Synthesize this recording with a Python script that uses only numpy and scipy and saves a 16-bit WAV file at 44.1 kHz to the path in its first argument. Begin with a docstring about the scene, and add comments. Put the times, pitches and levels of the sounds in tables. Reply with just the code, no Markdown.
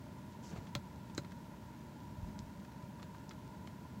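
"""A thumb works a small plastic touchscreen gauge, close to a hand-held microphone in a parked car.
It slides onto the screen, presses with a sharp click and lets go with another; both ring the housing.
The plastic ticks faintly under the grip, and the microphone takes a few dull bumps from the hand.
Behind it the idling car and its blower hum steadily, and light rain ticks on the windscreen.
Mono, in the short, dead acoustic of the cabin."""
import sys
import numpy as np
from scipy import signal
from scipy.fft import rfft, irfft, next_fast_len
from scipy.io import wavfile
from scipy.ndimage import uniform_filter1d

SR = 44100
rng = np.random.default_rng(int(sys.argv[2]) if len(sys.argv) > 2 else 0)


def wav_record(signal):
    """Record a signal, one row per channel, as 16-bit PCM in the file named by sys.argv[1]."""
    frames = np.transpose(np.atleast_2d(signal))
    bounded = np.clip(frames, -1, 1)
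    # unit amplitude maps onto the largest positive 16-bit level
    quanta = np.round(bounded * 32767).astype(np.int16)
    wavfile.write(sys.argv[1], SR, quanta)


N = 176400
FFT_SIZE = next_fast_len(N + 8192)
BIN_HZ = np.fft.rfftfreq(FFT_SIZE, 1 / SR)

# idle rumble as heard inside the car (frequency [Hz], gain [dB])
IDLE_COLOUR = [(15, -77), (25, -27), (43, -21), (65, -4), (128, -0.5), (161, -1), (200, -0.5), (284, -7.5),
               (389, -15.5), (429, -22), (450, -19.5), (580, -46), (990, -120)]
# even hiss in the cabin (frequency [Hz], gain [dB])
HISS_COLOUR = [(200, -2), (450, 1), (750, -1.5), (1200, -6.5), (1700, -5), (2400, -10.5), (4500, -14.5),
               (7600, -17.5), (8600, -22), (15500, -21.5)]
# blower resonances (centre [Hz], half-width [Hz], level [dB])
BLOWER_RESONANCES = [(188.7, 30.6, -61.5), (602.5, 44, -68), (883, 52, -68), (966, 56, -62.5),
                     (1409, 41, -75)]
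# treble loss through the windscreen (frequency [Hz], gain [dB])
WINDSCREEN_LOSS = [(7500, -7), (8800, -16), (15000, -39)]
# single raindrops on the glass (time [s], peak level [dB], centre [Hz], half-width [octaves])
RAINDROPS = [(1.1496, -40.5, 6600, 0.45), (1.1543, -52, 6600, 0.22), (1.1731, -48, 6300, .2),
             (2.3912, -35, 4940, 0.83), (3.2937, -39.5, 5400, 0.39), (3.3357, -55, 6000, .4)]
# skin sliding on the screen (frequency [Hz], gain [dB])
SLIDE_COLOUR = [(500, -3), (4200, -3), (5600, 4), (7500, -1), (8800, -13), (15000, -21)]
# the hand rubbing on the housing (time [s], length [s], level [dB])
GRIP_RUBS = [(0.49, 0.16, -74), (0.528, 0.029, -53.5), (0.571, 0.032, -51), (0.63, 0.14, -61.5),
             (2.294, 0.055, -59.5), (3.16, 0.075, -66)]
# skin on the housing (frequency [Hz], gain [dB])
GRIP_RUB_COLOUR = [(150, 6), (550, 4.5), (1300, -6), (3000, -14), (7500, -19), (9000, -32)]
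# ticks of the gripped plastic (time [s], level [dB], t60 [s], tilt [dB/octave])
PLASTIC_TICKS = [(0.517, -58, 0.023, -2), (0.561, -49, 0.028, -11), (0.573, -55, 0.024, -5),
                 (0.669, -56, 0.078, 0), (1.098, -57, 0.044, -1), (1.247, -50.5, 0.029, -1.5),
                 (1.319, -53.5, 0.032, 1.5), (2.649, -53.5, 0.02, 0), (2.720, -58, .03, 0.5),
                 (2.996, -53, 0.054, -4), (3.0225, -59, .02, 2), (3.0285, -47, 0.023, 1.5),
                 (3.147, -50.5, 0.035, -6.5), (3.309, -47.5, 0.043, -2), (3.3137, -50.5, 0.021, -1),
                 (3.6735, -47.5, 0.023, 0.5)]
# one such tick before its tilt (frequency [Hz], gain [dB])
TICK_COLOUR = [(200, -33), (600, 1.5), (1600, 4.5), (2600, -3.5), (4200, -4), (7500, -14), (9000, -21),
               (15000, -28)]
# the hand knocking the microphone's body (time [s], frequency [Hz], level [dB])
MIC_BUMPS = [(0.533, 160, -29.5), (0.581, 108, -31.5), (2.182, 92, -28.5), (2.229, 93, -29.5),
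             (2.432, 80, -38)]
# rumble of the grip shifting on the microphone (time [s], length [s], level [dB])
MIC_RUMBLES = [(0.61, .06, -62), (1.26, 0.06, -58), (2.25, 0.16, -48.5), (2.43, .1, -50)]
# tone of that rumble (frequency [Hz], gain [dB])
MIC_RUMBLE_COLOUR = [(30, -9), (60, -4), (110, -8), (250, -25), (600, -60)]
# press, then release (time [s], snap level [dB], crack level [dB], crack t60 [s], ring level [dB])
SCREEN_CLICKS = [(0.7513, -23.5, -33.5, 0.014, -37.5), (1.1780, -48, -40.5, 0.037, -41.5)]
# a click's sharp spike (frequency [Hz], gain [dB])
SNAP_COLOUR = [(500, -23), (2000, -6), (3300, 8), (4400, 1), (5500, -2), (7800, -4.5), (9000, -28),
               (15000, -11.5)]
# a click's burst of noise (frequency [Hz], gain [dB])
CRACK_COLOUR = [(300, -21), (1200, 1), (2200, -3), (3500, -5), (5500, -11), (7600, -10.5), (8600, -18),
                (15000, -25)]
# modes of mount and housing (frequency [Hz], t60 [s], gain on press [dB], gain on release [dB])
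HOUSING_MODES = [(130, 0.1, 9, -6), (310.5, 0.015, 13.5, 24.5), (432, 0.016, 5.5, 6.5), (576, 0.058, 2, 4),
                 (788, 0.02, 0, 4.5), (1044, 0.026, 0, -2), (1353, 0.039, 0, -2), (1560, 0.037, -10, 0.5),
                 (1990, 0.04, -5.5, -1), (2310, .035, -15, -5.5), (3314, 0.018, -4, -9),
                 (4080, 0.028, -4, 6), (4300, 0.024, -4.5, -5), (5090, 0.042, -8, -4),
                 (6340, .026, -7.5, 0), (6900, .028, -16, -2), (7590, .026, -11, -0.5)]


def amp(db):
    return 10 ** (np.asarray(db) / 20)


def unit_rms(x):
    return x / np.sqrt(np.mean(x ** 2) + 1e-20)


def octaves(hz):
    """Signed distance of each FFT bin from hz."""
    return np.log2((BIN_HZ + 1) / hz)


def colour(points):
    """Gain per FFT bin from (frequency [Hz], gain [dB]) points on a log axis."""
    hz, db = np.transpose(points)
    return amp(np.interp(np.log(BIN_HZ + 1), np.log(hz + 1), db))


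def filtered(x, gain):
    return irfft(rfft(x, FFT_SIZE) * gain, FFT_SIZE)[:N]


def noise(gain):
    """Coloured noise of rms 1."""
    return unit_rms(filtered(rng.standard_normal(N), gain))


def impulse(gain):
    """A minimum-phase click of peak 1 with the given colour."""
    cepstrum = irfft(np.log(gain + 1e-6), FFT_SIZE)
    cepstrum[1:FFT_SIZE // 2] *= 2
    cepstrum[FFT_SIZE // 2:] = 0
    tick = irfft(np.exp(rfft(cepstrum)), FFT_SIZE)[:SR // 100]
    return tick / np.abs(tick).max()


def strike(t, rise_s, t60):
    """Quick rise, exponential decay."""
    return (1 - np.exp(-t / rise_s)) * np.exp(-np.log(1000) * t / t60)


def swells(rows):
    """Bell-shaped swells from (time [s], length [s], level [dB]) rows."""
    t = np.arange(N) / SR
    return sum(amp(db) * np.exp(-(2 * (t - at) / length) ** 2) for at, length, db in rows)


def add(track, at_s, sound):
    part = track[round(at_s * SR):][:len(sound)]
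    part += sound[:len(part)]


def idle_and_blower(idle_db=-51, hiss_db=-62, skirt=3.25):
    """The cabin's room tone: low idle rumble, narrow blower resonances and an even hiss."""
    blower = sum(amp(db) * noise(1 / (1 + np.abs((BIN_HZ - hz) / width) ** skirt))
                 for hz, width, db in BLOWER_RESONANCES)
    idle = amp(idle_db) * noise(colour(IDLE_COLOUR))
    hiss = amp(hiss_db) * noise(colour(HISS_COLOUR))
    return idle + hiss + blower


def raindrop(hz, width_octaves):
    """One drop strikes the windscreen: a bright impulse, heard through the glass."""
    return impulse(colour(WINDSCREEN_LOSS) / (1 + (octaves(hz) / width_octaves) ** 2))


def rain(drops_per_s=20, patter_db=-55.5, scatter_db=3):
    """Light rain from inside the car: a few drops stand out from a faint random patter."""
    hits = rng.random(N) < drops_per_s / SR
    peaks = amp(patter_db + scatter_db * rng.standard_normal(N))
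    out = signal.fftconvolve(hits * peaks, raindrop(hz=4300, width_octaves=1))[:N]
    for at, db, hz, width in RAINDROPS:
        add(out, at, amp(db) * raindrop(hz, width))
    return out


def skin_friction(start_s=0.423, end_s=0.526, fade_s=0.015, slide_db=-62.5, grain_db=2):
    """Skin drags grainily over the gauge: a bright slide on the screen, duller rubs on the housing."""
    t = np.arange(N) / SR
    roughness = unit_rms(uniform_filter1d(rng.standard_normal(N), size=60))
    stroke = np.clip(np.minimum(t - start_s, end_s - t) / fade_s, 0, 1)
    slide = amp(slide_db) * stroke * noise(colour(SLIDE_COLOUR))
    rubs = swells(GRIP_RUBS) * noise(colour(GRIP_RUB_COLOUR))
    return amp(grain_db * roughness) * (slide + rubs)


def plastic_ticks(rise_s=0.0001):
    """Small slips of the plastic under the fingers, each a short burst of noise."""
    out, t = np.zeros(N), np.arange(SR // 8) / SR
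    octaves_up = np.maximum(octaves(TICK_COLOUR[0][0]), 0)
    for at, db, t60, tilt in PLASTIC_TICKS:
        slip = noise(colour(TICK_COLOUR) * amp(tilt * octaves_up))[:len(t)]
        add(out, at, amp(db) * slip * strike(t, rise_s, t60))
    return out


def mic_handling(rise_s=0.0023, t60=0.046):
    """The hand right on the microphone's body: soft, quickly damped thuds over a loose rumble."""
    t = np.arange(SR // 4) / SR
    out = swells(MIC_RUMBLES) * noise(colour(MIC_RUMBLE_COLOUR))
    for at, hz, db in MIC_BUMPS:
        thud = strike(t, rise_s, t60) * np.sin(2 * np.pi * hz * t)
        add(out, at, -amp(db) * thud)
    return out


def screen_clicks(snap_lag_s=0.0006, crack_rise_s=0.00044, ring_rise_cycles=0.59, ring_lag_cycles=0.5):
    """Close up, the screen snaps in and out: a crack and a spike, then the housing rings, low modes last."""
    out, t = np.zeros(N), np.arange(SR // 4) / SR
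    for click, (at, snap_db, crack_db, crack_t60, ring_db) in enumerate(SCREEN_CLICKS):
        add(out, at + snap_lag_s, amp(snap_db) * impulse(colour(SNAP_COLOUR)))
        crack = noise(colour(CRACK_COLOUR))[:len(t)] * strike(t, crack_rise_s, crack_t60)
        add(out, at, amp(crack_db) * crack)
        for hz, t60, *mode_db in HOUSING_MODES:
            ring = strike(t, ring_rise_cycles / hz, t60) * np.sin(2 * np.pi * hz * t)
            add(out, at + ring_lag_cycles / hz, amp(ring_db + mode_db[click]) * ring)
    return out


def cabin(x, rise_s=0.00067, t60=0.083, tail_db=-9, low_hz=590):
    """Direct sound plus the small cabin's short, dead tail, which thins out below low_hz."""
    t = np.arange(SR // 5) / SR
    bass_loss = amp(9 * np.minimum(octaves(low_hz), 0))  # 9 dB per octave
    tail = noise(bass_loss)[:len(t)] * strike(t, rise_s, t60)
    reflections = signal.fftconvolve(x, tail / np.linalg.norm(tail))[:N]
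    return x + amp(tail_db) * reflections


def scene():
    """At the microphone: clicks, ticks and rain with the cabin's reflections, the rest dry."""
    impacts = cabin(screen_clicks() + plastic_ticks() + rain())
    return (impacts + skin_friction() + mic_handling() + idle_and_blower())[None]


def record(dry, low_cut_hz=40, top_hz=15800):
    """The hand-held microphone sheds the deepest bass and passes nothing above top_hz."""
    low_cut = signal.butter(4, low_cut_hz, "highpass", fs=SR, output="sos")
    return filtered(signal.sosfilt(low_cut, dry[0]), BIN_HZ < top_hz)[None]


dry = scene()
out = record(dry)
wav_record(out)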